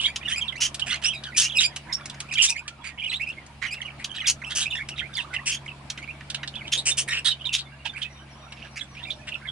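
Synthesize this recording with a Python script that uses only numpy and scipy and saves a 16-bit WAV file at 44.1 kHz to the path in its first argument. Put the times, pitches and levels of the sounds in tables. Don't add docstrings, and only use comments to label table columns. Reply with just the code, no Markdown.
import sys
import numpy as np
from scipy import signal
from scipy.fft import rfft, irfft, next_fast_len
from scipy.io import wavfile
from scipy.ndimage import uniform_filter1d, map_coordinates

SR = 44100
rng = np.random.default_rng(int(sys.argv[2]) if len(sys.argv) > 2 else 0)


def master_out(mix):
    frames = np.transpose(np.atleast_2d(mix))
    ceiling = np.clip(frames, -1, 1)
    pcm = np.round(ceiling * 32767).astype(np.int16)
    wavfile.write(sys.argv[1], SR, pcm)


N = 419391


def amp(db):
    return 10 ** (np.asarray(db) / 20)


def unit_rms(x):
    return x / np.sqrt(np.mean(x ** 2) + 1e-20)


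def log_interp(points, hz):
    f, values = np.transpose(points)
    return np.interp(np.log(hz + 1), np.log(f + 1), values)


def wobble(rate_hz, size=N):
    knots = rng.standard_normal(int(size * rate_hz / SR) + 4)
    return map_coordinates(knots, [np.arange(size) * rate_hz / SR])


def phase_of(hz):
    return 2 * np.pi * np.cumsum(hz) / SR


def filtered(x, response):
    size = next_fast_len(x.shape[-1] + 4096)
    return irfft(rfft(x, size) * response(np.fft.rfftfreq(size, 1 / SR)), size)[..., :x.shape[-1]]


def resonate(x, hz, width_hz):
    return unit_rms(filtered(x, lambda f: (1j * f * width_hz / (hz * hz - f * f + 1j * f * width_hz)) ** 2))


def place(out, start_s, low, high=0, *, pan_db):
    left, right = low * amp([[pan_db / 2], [-pan_db / 2]]) + high
    left = np.roll(left, rng.choice([-2, -1, 0, 0, 1, 2]))
    span = out[:, max(round(start_s * SR), 0):][:, :len(low)]
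    span += np.array([left, right])[:, :span.shape[1]]


def engine(first_db, second_db, upper_db):
    firing = phase_of(68.7 + 0.83 * wobble(2.3))
    hum = amp(first_db + 0.92 * wobble(10)) * np.sin(firing)
    hum += amp(second_db + 1.33 * wobble(7)) * np.sin(2 * firing)
    hum += amp(upper_db + 0.74 * wobble(23)) * np.sin(phase_of(217 + 1.487 * wobble(3.3)))
    return np.sqrt(2) * hum


# frequency in Hz, relative density in dB.
AIR_SPECTRUM = [(25, -18), (50, -12.5), (80, -7.5), (180, -10), (230, -11), (320, -10.5), (430, -20),
                (635, -12.5), (2150, -19), (2300, -14), (2500, -18), (4800, -27), (6000, -33), (11000, -35)]
# frequency in Hz, left-right correlation from 0 to 1.
AIR_COHERENCE = [(60, 1), (220, 0.9), (840, 0.65), (3140, 0.064), (11800, 0.02)]
def outdoor_air():
    def mid_side_gains(hz):
        angle = np.arccos(np.clip(log_interp(AIR_COHERENCE, hz), -1, 1)) / 2
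        return amp(log_interp(AIR_SPECTRUM, hz)) * [np.cos(angle), np.sin(angle)]

    spectra = signal.stft(rng.standard_normal((2, N)), nperseg=512)[2]
    patches = uniform_filter1d(rng.standard_normal(spectra.shape[1:]), 6, axis=0)
    patches = uniform_filter1d(patches, 10, axis=1)
    noise = signal.istft(spectra * amp(2.04 * unit_rms(patches)), nperseg=512)[1][:, :N]
    mid, side = filtered(noise, mid_side_gains)
    return unit_rms(np.array([mid + side, mid - side]))


# time in seconds, firing order in dB, second order in dB, air base in dB.
BACKGROUND_LEVELS = [(0, -51.5, -51, -50), (2.4, -54.5, -48.5, -49), (2.47, -56, -56.5, -55.5),
                     (3.3, -54.5, -53.5, -52), (5.4, -53, -48, -50), (7, -53, -47, -50),
                     (7.6, -53.5, -51.5, -53.5), (9.5, -55, -50.5, -51)]
def background():
    times_s, *columns = np.transpose(BACKGROUND_LEVELS)
    first_db, second_db, air_db = (np.interp(np.arange(N) / SR, times_s, db) for db in columns)
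    return engine(first_db, second_db, air_db - 7.5) + amp(air_db + 3) * outdoor_air()


def rustle(centre_s=6.97, half_width_s=0.25):
    swell = np.exp(-((np.arange(N) / SR - centre_s) / half_width_s) ** 4) * amp(3.2 * wobble(27))
    return amp(-53) * swell * resonate(rng.standard_normal(N), 440, width_hz=400)


def syrinx(length_s, glide_hz, rough_db, waver_hz):
    progress = np.linspace(0, 1, round((length_s + 0.0051) * SR))
    hz = np.polyval(np.polyfit([0, .5, 1], glide_hz, 2), progress)
    hz += waver_hz * wobble(257.3, len(progress))
    envelope = np.sin(np.pi * progress ** 0.87) ** 0.6 * amp(rough_db * wobble(205, len(progress)))
    return phase_of(hz) + 2 * np.pi * rng.random(), unit_rms(envelope) * np.sqrt(2)


def chirp(length_s, glide_hz, rough_db, waver_hz):
    phase, envelope = syrinx(length_s, glide_hz, rough_db, waver_hz)
    return envelope * np.sin(phase)


def far_chatter(count=130):
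    out = np.zeros((2, N))
    for when, pitch, bend, strength in rng.random((count, 4)):
        glide_hz = 950 * 4 ** (pitch ** 2) * (1 + .12 * (bend - .6) * np.array([-1, 0, 1]))
        note = chirp(.02 + .04 * bend, glide_hz, rough_db=4, waver_hz=60)
        place(out, when ** 1.6 * N / SR, amp(-60 + 6 * strength) * note, pan_db=-8)
    return out


def songbird(start_s=8.29, period_s=.207, level_db=-60):
    out = np.zeros((2, N))
    for k in range(5):
        note = chirp(.07, (5950, 5550, 5150), rough_db=4, waver_hz=110)
        place(out, start_s + k * period_s, amp(level_db) * note, pan_db=-1.5)
    return out


# start in seconds, length in seconds, pitch in Hz, level in dB.
PEEPS = [(8.09, .15, 5800, -62), (8.143, .06, 3680, -58), (9.06, .32, 610, -58), (8.403, .06, 3690, -58),
         (8.35, .14, 5760, -65), (8.61, .08, 5700, -65), (8.88, .04, 5700, -63), (9.17, .12, 5680, -68),
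         (9.344, .04, 5380, -60)]
def far_peeps():
    out = np.zeros((2, N))
    for start_s, length_s, hz, db in PEEPS:
        note = chirp(length_s, (hz, hz, hz), rough_db=4, waver_hz=30)
        place(out, start_s, amp(db) * note, pan_db=-1.5)
    return out


def vocal_tract(source, length_samples, db, throat_hz, beak_hz, chest_db, beak_db, sizzle_db):
    gain = amp(db) * np.sqrt(len(source) / length_samples)
    low = resonate(source, throat_hz, 1630) + amp(chest_db) * resonate(source, 1880, 870)
    high = amp(beak_db) * resonate(source, beak_hz, 5000) - amp(sizzle_db) * resonate(source, 8950, 3350)
    return gain * low, gain * high


# start in seconds, level in dB, throat in Hz, beak in relative dB.
CLICKS = [(0.16, -34.5, 3130, 1.5), (0.745, -44.5, 3230, 9.5), (0.796, -34, 3300, -10),
          (1.237, -37.5, 3480, -43), (1.762, -37, 2800, 1), (2.057, -43.5, 2300, 5),
          (2.098, -43.5, 3570, -1.5), (2.144, -51, 2250, -1), (2.203, -38, 2760, 2),
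          (2.325, -47, 2620, 7.5), (2.338, -50, 2650.0, 16), (2.679, -37, 2790, -3),
          (3.463, -60, 1880.0, 6), (3.741, -41, 2760, -14), (4.044, -35, 3400, 0.5),
          (4.888, -40.5, 2920, 3), (5.14, -63, 4300, 14), (5.659, -56, 2200.0, 0),
          (5.901, -38.5, 3020, 5.5), (5.976, -40.5, 2800, -13), (6.207, -47, 1870, -26),
          (6.301, -36, 3370, -6), (6.346, -31, 3280, -18), (6.432, -37, 2280, -42), (6.476, -36, 3750, -37),
          (6.554, -50, 3500, -32), (7.455, -47, 3360, -37.0), (8.522, -42.5, 2740, -42),
          (8.648, -55, 3260, -22.0), (8.95, -50.5, 2670.0, -32)]
def tongue_clicks(attack_s=.0035, t60_s=.045):
    out = np.zeros((2, N))
    t = np.arange(round(0.031 * SR)) / SR
    envelope = np.clip(t / attack_s, 0, 1) * amp(-60 * t / t60_s)
    for start_s, db, throat_hz, beak_db in CLICKS:
        burst = envelope * rng.standard_normal(len(t))
        low, high = vocal_tract(burst, len(t), db, throat_hz, beak_hz=4520, chest_db=-15,
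                                beak_db=beak_db, sizzle_db=-34 + 0.59 * beak_db)
        place(out, start_s - .0015, low, high, pan_db=rng.normal(-4.5, 2.9))
    return out


# start in seconds, length in seconds, level in dB, throat in Hz,
# then chest, beak and sizzle in relative dB.
SQUAWKS = [(0.0, 0.058, -34.5, 3080, -21, -46, -10), (0.29, 0.027, -38.5, 2960, -34, 1.5, -9),
           (0.604, 0.058, -30.5, 2957, -32, 10.5, -18), (0.861, 0.068, -37, 2664, -7, 0.5, -31),
           (0.907, 0.057, -38, 3000, -10, -36, -37.0), (1.017, 0.033, -40.5, 2950, -5, -2, -22.0),
           (1.035, 0.034, -33.5, 2860.0, -16, -1.5, -31.0), (1.366, 0.05, -30.5, 3205, -15, 15, -1),
           (1.409, 0.052, -35.5, 2833, -40, 14.5, -14), (1.597, 0.038, -26, 3047, -50, 1, -29),
           (1.927, 0.012, -63.5, 4310, 4, 29, 1), (2.415, 0.049, -30, 3155, -57, 14, -18),
           (2.488, 0.017, -42.5, 2780, -38, 19, 5), (2.835, 0.063, -43, 2206, -21, -7, -16),
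           (3.116, 0.028, -46, 3010, -35.0, -32.0, -3.5), (3.616, 0.049, -37.5, 2100, -5, -8.5, -18),
           (3.988, 0.041, -48, 2224, -12, -27, -13), (4.14, 0.048, -43.5, 2940, -9, -27.0, -13),
           (4.268, 0.034, -32, 2897, -26, 16, -17), (4.496, 0.031, -37, 3216, -6, -5, -35),
           (4.551, 0.041, -32.5, 3010, -11.5, 10, -24), (4.6, 0.034, -31.5, 3200, -17, 3, -34),
           (4.972, 0.023, -48.5, 2930.0, -26, -2.5, -38.0), (5.151, 0.073, -43, 3420, -17, -28, -10),
           (5.335, 0.01, -42, 2504, -33, -6.5, -27), (5.458, 0.047, -31, 2930, -41, 7, -25),
           (5.511, 0.039, -39, 2940, -32, 8.5, -29), (6.668, 0.013, -45, 3010, -31, -24, -29),
           (6.718, 0.029, -29.5, 3220, -35, 5.5, -16), (6.769, 0.028, -36.5, 3780, -34.0, -17, -3),
           (6.855, 0.052, -29.5, 2802, -35, 7.5, 2.5), (6.97, 0.044, -33, 3020, -26, 8.5, 6),
           (7.076, 0.017, -38.5, 2070, -22, -29, 0.5), (7.109, 0.073, -30.5, 2566, -12, -20, -21),
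           (7.246, 0.043, -25.5, 3567, -13.5, -22, -6.5), (7.305, 0.014, -38, 3570.0, -45.0, -20, -33.0),
           (7.527, 0.034, -30, 3374, -46, 6, -29), (7.577, 0.023, -38, 3550, -48.0, -12, -35.0),
           (7.849, 0.015, -38, 2800, -16, -44, -43), (7.959, 0.056, -53, 2550.0, 1.5, -16, -3),
           (8.02, 0.0075, -41, 3120, -35, -34, -27), (8.557, 0.12, -52.5, 2665, -24, -25.0, -27.0),
           (8.758, 0.024, -41.5, 2295, -28, 3, -26), (8.803, 0.037, -65, 3360, -10.0, 11, 8),
           (8.961, 0.083, -52.5, 3030, -28, -45.0, -34), (9.1, 0.015, -48, 3514, -29, -21, -36.0),
           (9.268, 0.024, -40.5, 2633, -8.5, -16, -41)]
def squawks(attack_s=0.015, release_db_per_s=590, pulse_hz=187.8, pulse_depth=0.2):
    out = np.zeros((2, N))
    for start_s, length_s, db, throat_hz, chest_db, beak_db, sizzle_db in SQUAWKS:
        size = round((length_s + .03) * SR)
        t = np.arange(size) / SR
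        progress = t / length_s
        fade_db = -2.5 * progress - release_db_per_s * np.clip(t - length_s, 0, 1)
        envelope = np.clip(t / attack_s, 0, 1) ** 0.81 * amp(fade_db)
        pulse_phase = phase_of(pulse_hz * (1 + .25 * wobble(57, size)))
        envelope *= amp(1.5 * wobble(330, size)) * (1 + pulse_depth * np.sin(pulse_phase))
        climb = 1 + 0.0903 * np.clip(2 * progress - 1, -1, 1)
        phase = phase_of(throat_hz * (climb + .11 * wobble(420, size)))
        voice = .4 * np.sin(phase) + .4 * np.sin(2 * phase) + .3 * np.sin(3 * phase)
        crackle = unit_rms(rng.standard_normal(size) * amp(3.5 * wobble(900, size)))
        beak_hz = 4910 + 33 * beak_db
        low, high = vocal_tract(envelope * (voice + crackle), length_s * SR, db, throat_hz, beak_hz,
                                chest_db, beak_db, sizzle_db)
        high *= amp(-4.5 - 3 * progress)
        place(out, start_s - .001, low, high, pan_db=rng.normal(-5, 4))
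    return out


# start in seconds, length in seconds, start pitch in Hz, end pitch in Hz,
# level in dB, overtone base in relative dB.
WHISTLES = [(0.0, 0.0091, 2860, 3070, -26, -26), (0.042, 0.021, 2810, 3830, -24.5, -29),
            (0.053, 0.064, 2230, 2403, -34, -3.5), (0.054, 0.013, 3480, 3190, -22, -39),
            (0.227, 0.012, 3360, 2380, -41.5, -30.0), (0.249, 0.029, 2880, 2836, -32, -22),
            (0.279, 0.0097, 1840, 1845, -36.5, -5), (0.28, 0.013, 3520, 3450, -31.5, -13),
            (0.307, 0.013, 2418, 1630, -36, -22), (0.315, 0.058, 1700, 2230, -39, -5),
            (0.319, 0.029, 3170, 3150, -27, -9), (0.36, 0.018, 2500, 2400, -32, 2.5),
            (0.374, 0.023, 2376, 2673, -31.5, 2), (0.393, 0.014, 2710, 2320, -37, -6),
            (0.411, 0.02, 3310, 3110, -26.5, -17), (0.442, 0.041, 2900, 2670, -41.5, -13),
            (0.481, 0.016, 3900, 3050, -30, -27.5), (0.523, 0.0067, 3640, 2150, -39, -14),
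            (0.524, 0.02, 2140, 2010, -42, -36.0), (0.556, 0.014, 1904, 2315, -40, 0),
            (0.575, 0.013, 2460, 2840, -39, -8), (0.815, 0.019, 3050, 2950, -28.5, -24),
            (0.865, 0.018, 658, 700, -45, 5), (0.903, 0.009, 3160, 3570, -28, -25),
            (0.904, 0.013, 2140, 1990, -33, 1), (0.918, 0.022, 1450, 1405, -38.5, 10),
            (0.921, 0.0089, 2930, 2990, -29, -25), (0.939, 0.0086, 2210, 2090, -33.5, 5),
            (0.957, 0.0065, 2040, 2660, -41, 2), (1.046, 0.015, 4900, 5300, -24, -40.0),
            (1.052, 0.05, 2620, 3010, -27, -3), (1.055, 0.021, 5700, 5740.0, -31, -39),
            (1.096, 0.029, 3050, 3180, -32, -27), (1.129, 0.042, 2690, 2410, -37, -4),
            (1.134, 0.064, 3880, 3810, -43, -21), (1.255, 0.019, 3390, 3050, -37, -17),
            (1.252, 0.057, 1750, 1444, -44, -1), (1.343, 0.044, 2520, 2310, -36, -6),
            (1.44, 0.046, 2390, 3070, -32, -17), (1.496, 0.015, 3580, 2980, -34, -13),
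            (1.518, 0.016, 3700, 3060, -34.5, -15), (1.535, 0.094, 3020, 2630, -33.5, -9),
            (1.554, 0.039, 2560, 2522, -27.5, 3), (1.588, 0.011, 3760, 3830, -19, -13),
            (1.636, 0.023, 4820, 4910, -22, -39), (1.643, 0.028, 2337, 2490, -30, 8.5),
            (1.889, 0.018, 2200, 1930, -47, -26), (1.89, 0.034, 970, 1050, -49, -12),
            (1.904, 0.025, 1924, 2140, -45.5, -26), (1.927, 0.0058, 5480, 5040, -27, -33),
            (1.937, 0.019, 5270, 5630, -29, -26), (1.993, 0.033, 873, 1214, -52, 7),
            (2.288, 0.015, 2310, 2940, -42.5, -13), (2.311, 0.046, 2300, 2710, -33.5, -9),
            (2.356, 0.0085, 3300, 3050, -28, -34.0), (2.371, 0.023, 2350, 2434, -28, -10),
            (2.379, 0.016, 2930, 3530, -26.5, -40), (2.393, 0.024, 2820, 2800, -19, -18),
            (2.412, 0.0081, 3117, 3016, -21, -37), (2.437, 0.023, 3030, 3180, -37, 16),
            (2.475, 0.015, 3550, 3620, -30.5, -21), (2.485, 0.053, 2430, 2500, -33.5, -17),
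            (2.552, 0.056, 2060, 2570, -36.5, -6), (2.853, 0.039, 2238, 2400, -47, 8),
            (2.978, 0.011, 2270, 2180, -42.5, -29.0), (3, 0.0079, 2900, 3060, -33, -27),
            (3.015, 0.029, 2225, 2490, -37, -22), (3.036, 0.018, 2790, 2966, -30, -25),
            (3.057, 0.023, 2770, 3150, -33, -25), (3.078, 0.018, 2810, 2350, -35, -14),
            (3.096, 0.02, 4000, 3940, -34.5, -2), (3.111, 0.017, 3500, 2295, -33, -34),
            (3.119, 0.018, 2020, 2030, -40, -30), (3.128, 0.015, 2210, 3350, -30.5, -33),
            (3.116, 0.033, 4100, 4240, -41, -21), (3.135, 0.0174, 3250, 3710, -30, -38),
            (3.152, 0.021, 3640, 3840, -35, -5), (3.198, 0.054, 2014, 2860, -33.5, -22),
            (3.203, 0.028, 2332, 2586, -33.5, -18), (3.264, 0.048, 2370, 2773, -32, -15),
            (3.323, 0.016, 4260, 2060, -48.5, -30), (3.368, 0.032, 2140, 2100, -44, -33.0),
            (3.656, 0.039, 3450, 2710, -39.5, -4), (3.705, 0.05, 2393, 2580, -36.5, 2),
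            (3.749, 0.047, 2670, 2830, -44, -30), (3.815, 0.0081, 3600, 2680, -33.5, -12),
            (3.824, 0.011, 2220, 2020, -40.5, -3), (3.85, 0.02, 2960, 2790, -35, -21),
            (3.882, 0.0082, 2220, 2370, -40.5, -28.0), (4.105, 0.03, 3000, 3230, -42, -10),
            (4.162, 0.0093, 4000, 3700, -40, -1), (4.165, 0.021, 3440, 2760, -38, -36),
            (4.187, 0.016, 2600, 2510, -36.0, -22.0), (4.204, 0.013, 3540, 2600, -30.5, -30.0),
            (4.216, 0.025, 2190, 1880, -41, -6), (4.241, 0.026, 2680, 2060, -39, -12),
            (4.258, 0.015, 3700, 3150, -28.5, -17), (4.419, 0.0074, 2300, 1940, -38.5, -10),
            (4.438, 0.013, 1830, 3180, -38, -15), (4.457, 0.039, 2480, 2750, -39, -7.5),
            (4.656, 0.031, 2380, 2710, -30.5, -15), (4.705, 0.017, 3540, 3470, -35.5, -9),
            (4.708, 0.028, 3230, 2420.0, -35.5, -23), (4.729, 0.03, 2980, 2580, -31.5, -19),
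            (4.75, 0.045, 3560, 3380, -37, -16), (4.752, 0.019, 1725, 1824, -37.5, 1),
            (4.779, 0.017, 2150, 1700, -37, -16), (4.787, 0.041, 2085, 2250, -34.5, -24),
            (4.914, 0.028, 3100, 2610, -39.5, -34), (4.979, 0.014, 3780, 3700, -40, -30),
            (4.993, 0.014, 3340, 3046, -30, -39), (4.994, 0.015, 2990, 1860, -34, -22),
            (5.019, 0.053, 1870, 2410, -42, -30), (5.082, 0.059, 1320, 1570, -53.5, -25),
            (5.19, 0.016, 980, 970, -52, -20), (5.23, 0.034, 1024, 1266, -48, -18),
            (5.262, 0.036, 1247, 1060, -52, -20), (5.152, 0.0093, 5130, 4020, -36, -35.0),
            (5.164, 0.012, 3540, 3550, -30.5, -7), (5.168, 0.027, 2350, 1810, -37, -4),
            (5.179, 0.032, 3920, 2470, -32.5, -36), (5.305, 0.039, 1480, 1476, -44, -15),
            (5.333, 0.036, 2155, 2010, -36, -36.0), (5.365, 0.0045, 2800, 2670, -28.5, -36.0),
            (5.388, 0.065, 1150, 1100, -50, -20), (5.522, 0.0092, 3110, 2340, -31, -20),
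            (5.541, 0.014, 2980, 3280, -33, 0), (5.661, 0.0046, 2290, 2110, -39.5, -37.0),
            (5.681, 0.013, 3040, 2700, -36.5, -35), (5.975, 0.031, 2120, 2020, -44.5, -3),
            (6.019, 0.018, 2317, 2390, -42, -10), (6.035, 0.012, 2330, 2495, -41.5, -13),
            (6.077, 0.036, 2186, 2530, -39, -30), (6.103, 0.011, 2700, 2760, -41.5, -33.0),
            (6.434, 0.012, 1950, 1760, -39, -20), (6.556, 0.013, 3360, 3530, -34.5, -41),
            (6.579, 0.0047, 3440, 3060, -40, -32.0), (6.611, 0.012, 2380, 2080, -38, -38.0),
            (6.643, 0.032, 2590, 2310, -44.5, -19), (6.779, 0.018, 3780, 3750, -27, -16),
            (6.878, 0.025, 2720, 2990, -31.5, -4), (6.912, 0.014, 3680, 3540, -27.5, -8),
            (7.081, 0.059, 1860, 1850, -35, 3), (7.123, 0.023, 2580, 2510, -35, -37.0),
            (7.167, 0.027, 3010, 2700, -34, -35.0), (7.181, 0.017, 2720, 2640, -32, -6),
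            (7.272, 0.058, 3760, 3810, -34.5, -15), (7.315, 0.02, 3100, 2980, -29.5, -42),
            (7.313, 0.0046, 3930, 3780, -30, -25), (7.397, 0.015, 2250, 3150, -52, -25),
            (7.411, 0.0095, 3280, 2815, -39, -21), (7.449, 0.024, 2240, 2430, -49, -23),
            (7.455, 0.023, 3850, 3490, -27.5, -20), (7.481, 0.021, 3230, 2550, -33.5, -21),
            (7.512, 0.034, 2820, 2360, -36.5, -39), (7.852, 0.018, 808, 827, -42.5, 7),
            (7.865, 0.015, 2800, 2450, -37, -18), (7.888, 0.023, 3670, 3440, -41, -22),
            (7.933, 0.018, 1550, 1535, -50, 2), (7.961, 0.018, 2190, 2760, -37.5, -36.0),
            (8.017, 0.019, 3340, 3060, -32.5, -35.0), (8.044, 0.025, 2570, 2560, -38, -24),
            (8.62, 0.0092, 1960, 3240, -42, -33), (8.644, 0.026, 1750, 1630, -48.5, -20.0),
            (8.81, 0.023, 1660, 1750, -49, -30.0), (8.811, 0.0065, 3340, 3470, -32, -26),
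            (8.962, 0.046, 2144, 2960, -43.5, -30), (9.005, 0.033, 1810, 1980, -52, -17),
            (9.027, 0.035, 3480, 3730, -43, -26), (9.054, 0.011, 2620, 2780, -41, -31.0),
            (9.065, 0.048, 2260, 2400, -42.5, -12), (9.105, 0.0088, 3335, 3750, -27, -24.5),
            (9.32, 0.01, 2880, 2554, -33, -35), (9.34, 0.008, 3600, 3220, -38.5, -33.0),
            (9.344, 0.014, 2860, 2540, -34, -28), (9.427, 0.022, 1480, 1600, -51, -20.0),
            (9.454, 0.032, 2240, 1950, -43.5, -23.0), (9.486, 0.015, 3240, 3380, -34.5, -34.0)]
def warble(glide_done_halfway=.62):
    out, breath = np.zeros((2, N)), np.zeros((2, N))
    for start_s, length_s, start_hz, end_hz, db, overtone_db in WHISTLES:
        onset_s = start_s - .0015
        glide_hz = start_hz, start_hz + glide_done_halfway * (end_hz - start_hz), end_hz
        phase, envelope = syrinx(length_s, glide_hz, rough_db=3.5, waver_hz=60)
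        envelope *= amp(db)
        size = len(phase)
        flutter = np.sqrt(np.hanning(size)) * amp(3 * wobble(400, size))
        overtones = sum(amp(overtone_db + trim_db) * np.sin(k * phase)
                        for k, trim_db in ((2, -6), (3, -9), (4, -16)))
        raspy_tone = (1 + .4 * wobble(700, size)) * np.sin(phase)
        pan_db = rng.normal(-6.5, 2.7)
        place(out, onset_s, envelope * raspy_tone, envelope * flutter * overtones, pan_db=pan_db)
        place(breath, onset_s, amp(-24 + .2 * overtone_db) * envelope, pan_db=-3)
    hiss = resonate(rng.standard_normal((2, N)) + rng.standard_normal(N), 4500, width_hz=7800)
    return out + breath * hiss


def flock_mutter(count=150):
    out = np.zeros((2, N))
    for pick, delay, depth, bend, duration in rng.random((count, 5)):
        start_s, _, _, end_hz, db, _ = WHISTLES[int(pick * len(WHISTLES))]
        centre_hz = np.clip(end_hz * (1.25 - .5 * depth), 1700, 3500)
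        glide_hz = centre_hz * (1 + .12 * (bend - .7) * np.array([-1, .2, 1]))
        flick = chirp(.005 + .012 * duration, glide_hz, rough_db=6, waver_hz=170)
        place(out, start_s + 0.05 * (delay - .5), amp(0.5 * db - 24) * flick, pan_db=-5.5)
    return out


def aviary_echoes(birds, predelay_samples=150):
    hz, t, spectra = signal.stft(rng.standard_normal((2, SR // 4)), SR, nperseg=128)
    t60_s = log_interp([(1000, .12), (4000, .1), (10000, .08)], hz)
    tail = signal.istft(spectra * amp(-60 * t / t60_s[:, None]), SR, nperseg=128)[1]
    delayed = np.pad(birds, ((0, 0), (predelay_samples, 0)))
    return signal.fftconvolve(delayed, tail / np.linalg.norm(tail[0]), axes=1)[:, :N]


# frequency in Hz, lead of the right port in radians.
PORT_LEAD = [(2400, .4), (3400, 1.4), (4800, 1.1), (5300, 1.7), (6800, 1.7), (7500, 4.9), (10300, 5.2)]
def microphone_ports(birds):
    return filtered(birds, lambda hz: np.exp(1j * log_interp(PORT_LEAD, hz) * np.array([[-.5], [.5]])))


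def scene():
    birds = warble() + squawks() + tongue_clicks() + flock_mutter()
    birds += songbird() + far_peeps() + far_chatter()
    return microphone_ports(birds) + amp(-9) * aviary_echoes(birds) + background() + rustle()


def record(dry):
    ceiling, limit_hz, stop_hz = .62, 11050, 12355

    def band_limit(hz):
        skirt = amp(-27 - .02 * np.abs(hz - limit_hz))
        return np.where(hz < limit_hz, 1, skirt) * (hz < stop_hz)

    rounded = dry / (1 + np.abs(dry / ceiling) ** 4) ** .25
    return filtered(rounded, band_limit)


dry = scene()
out = record(dry)
master_out(out)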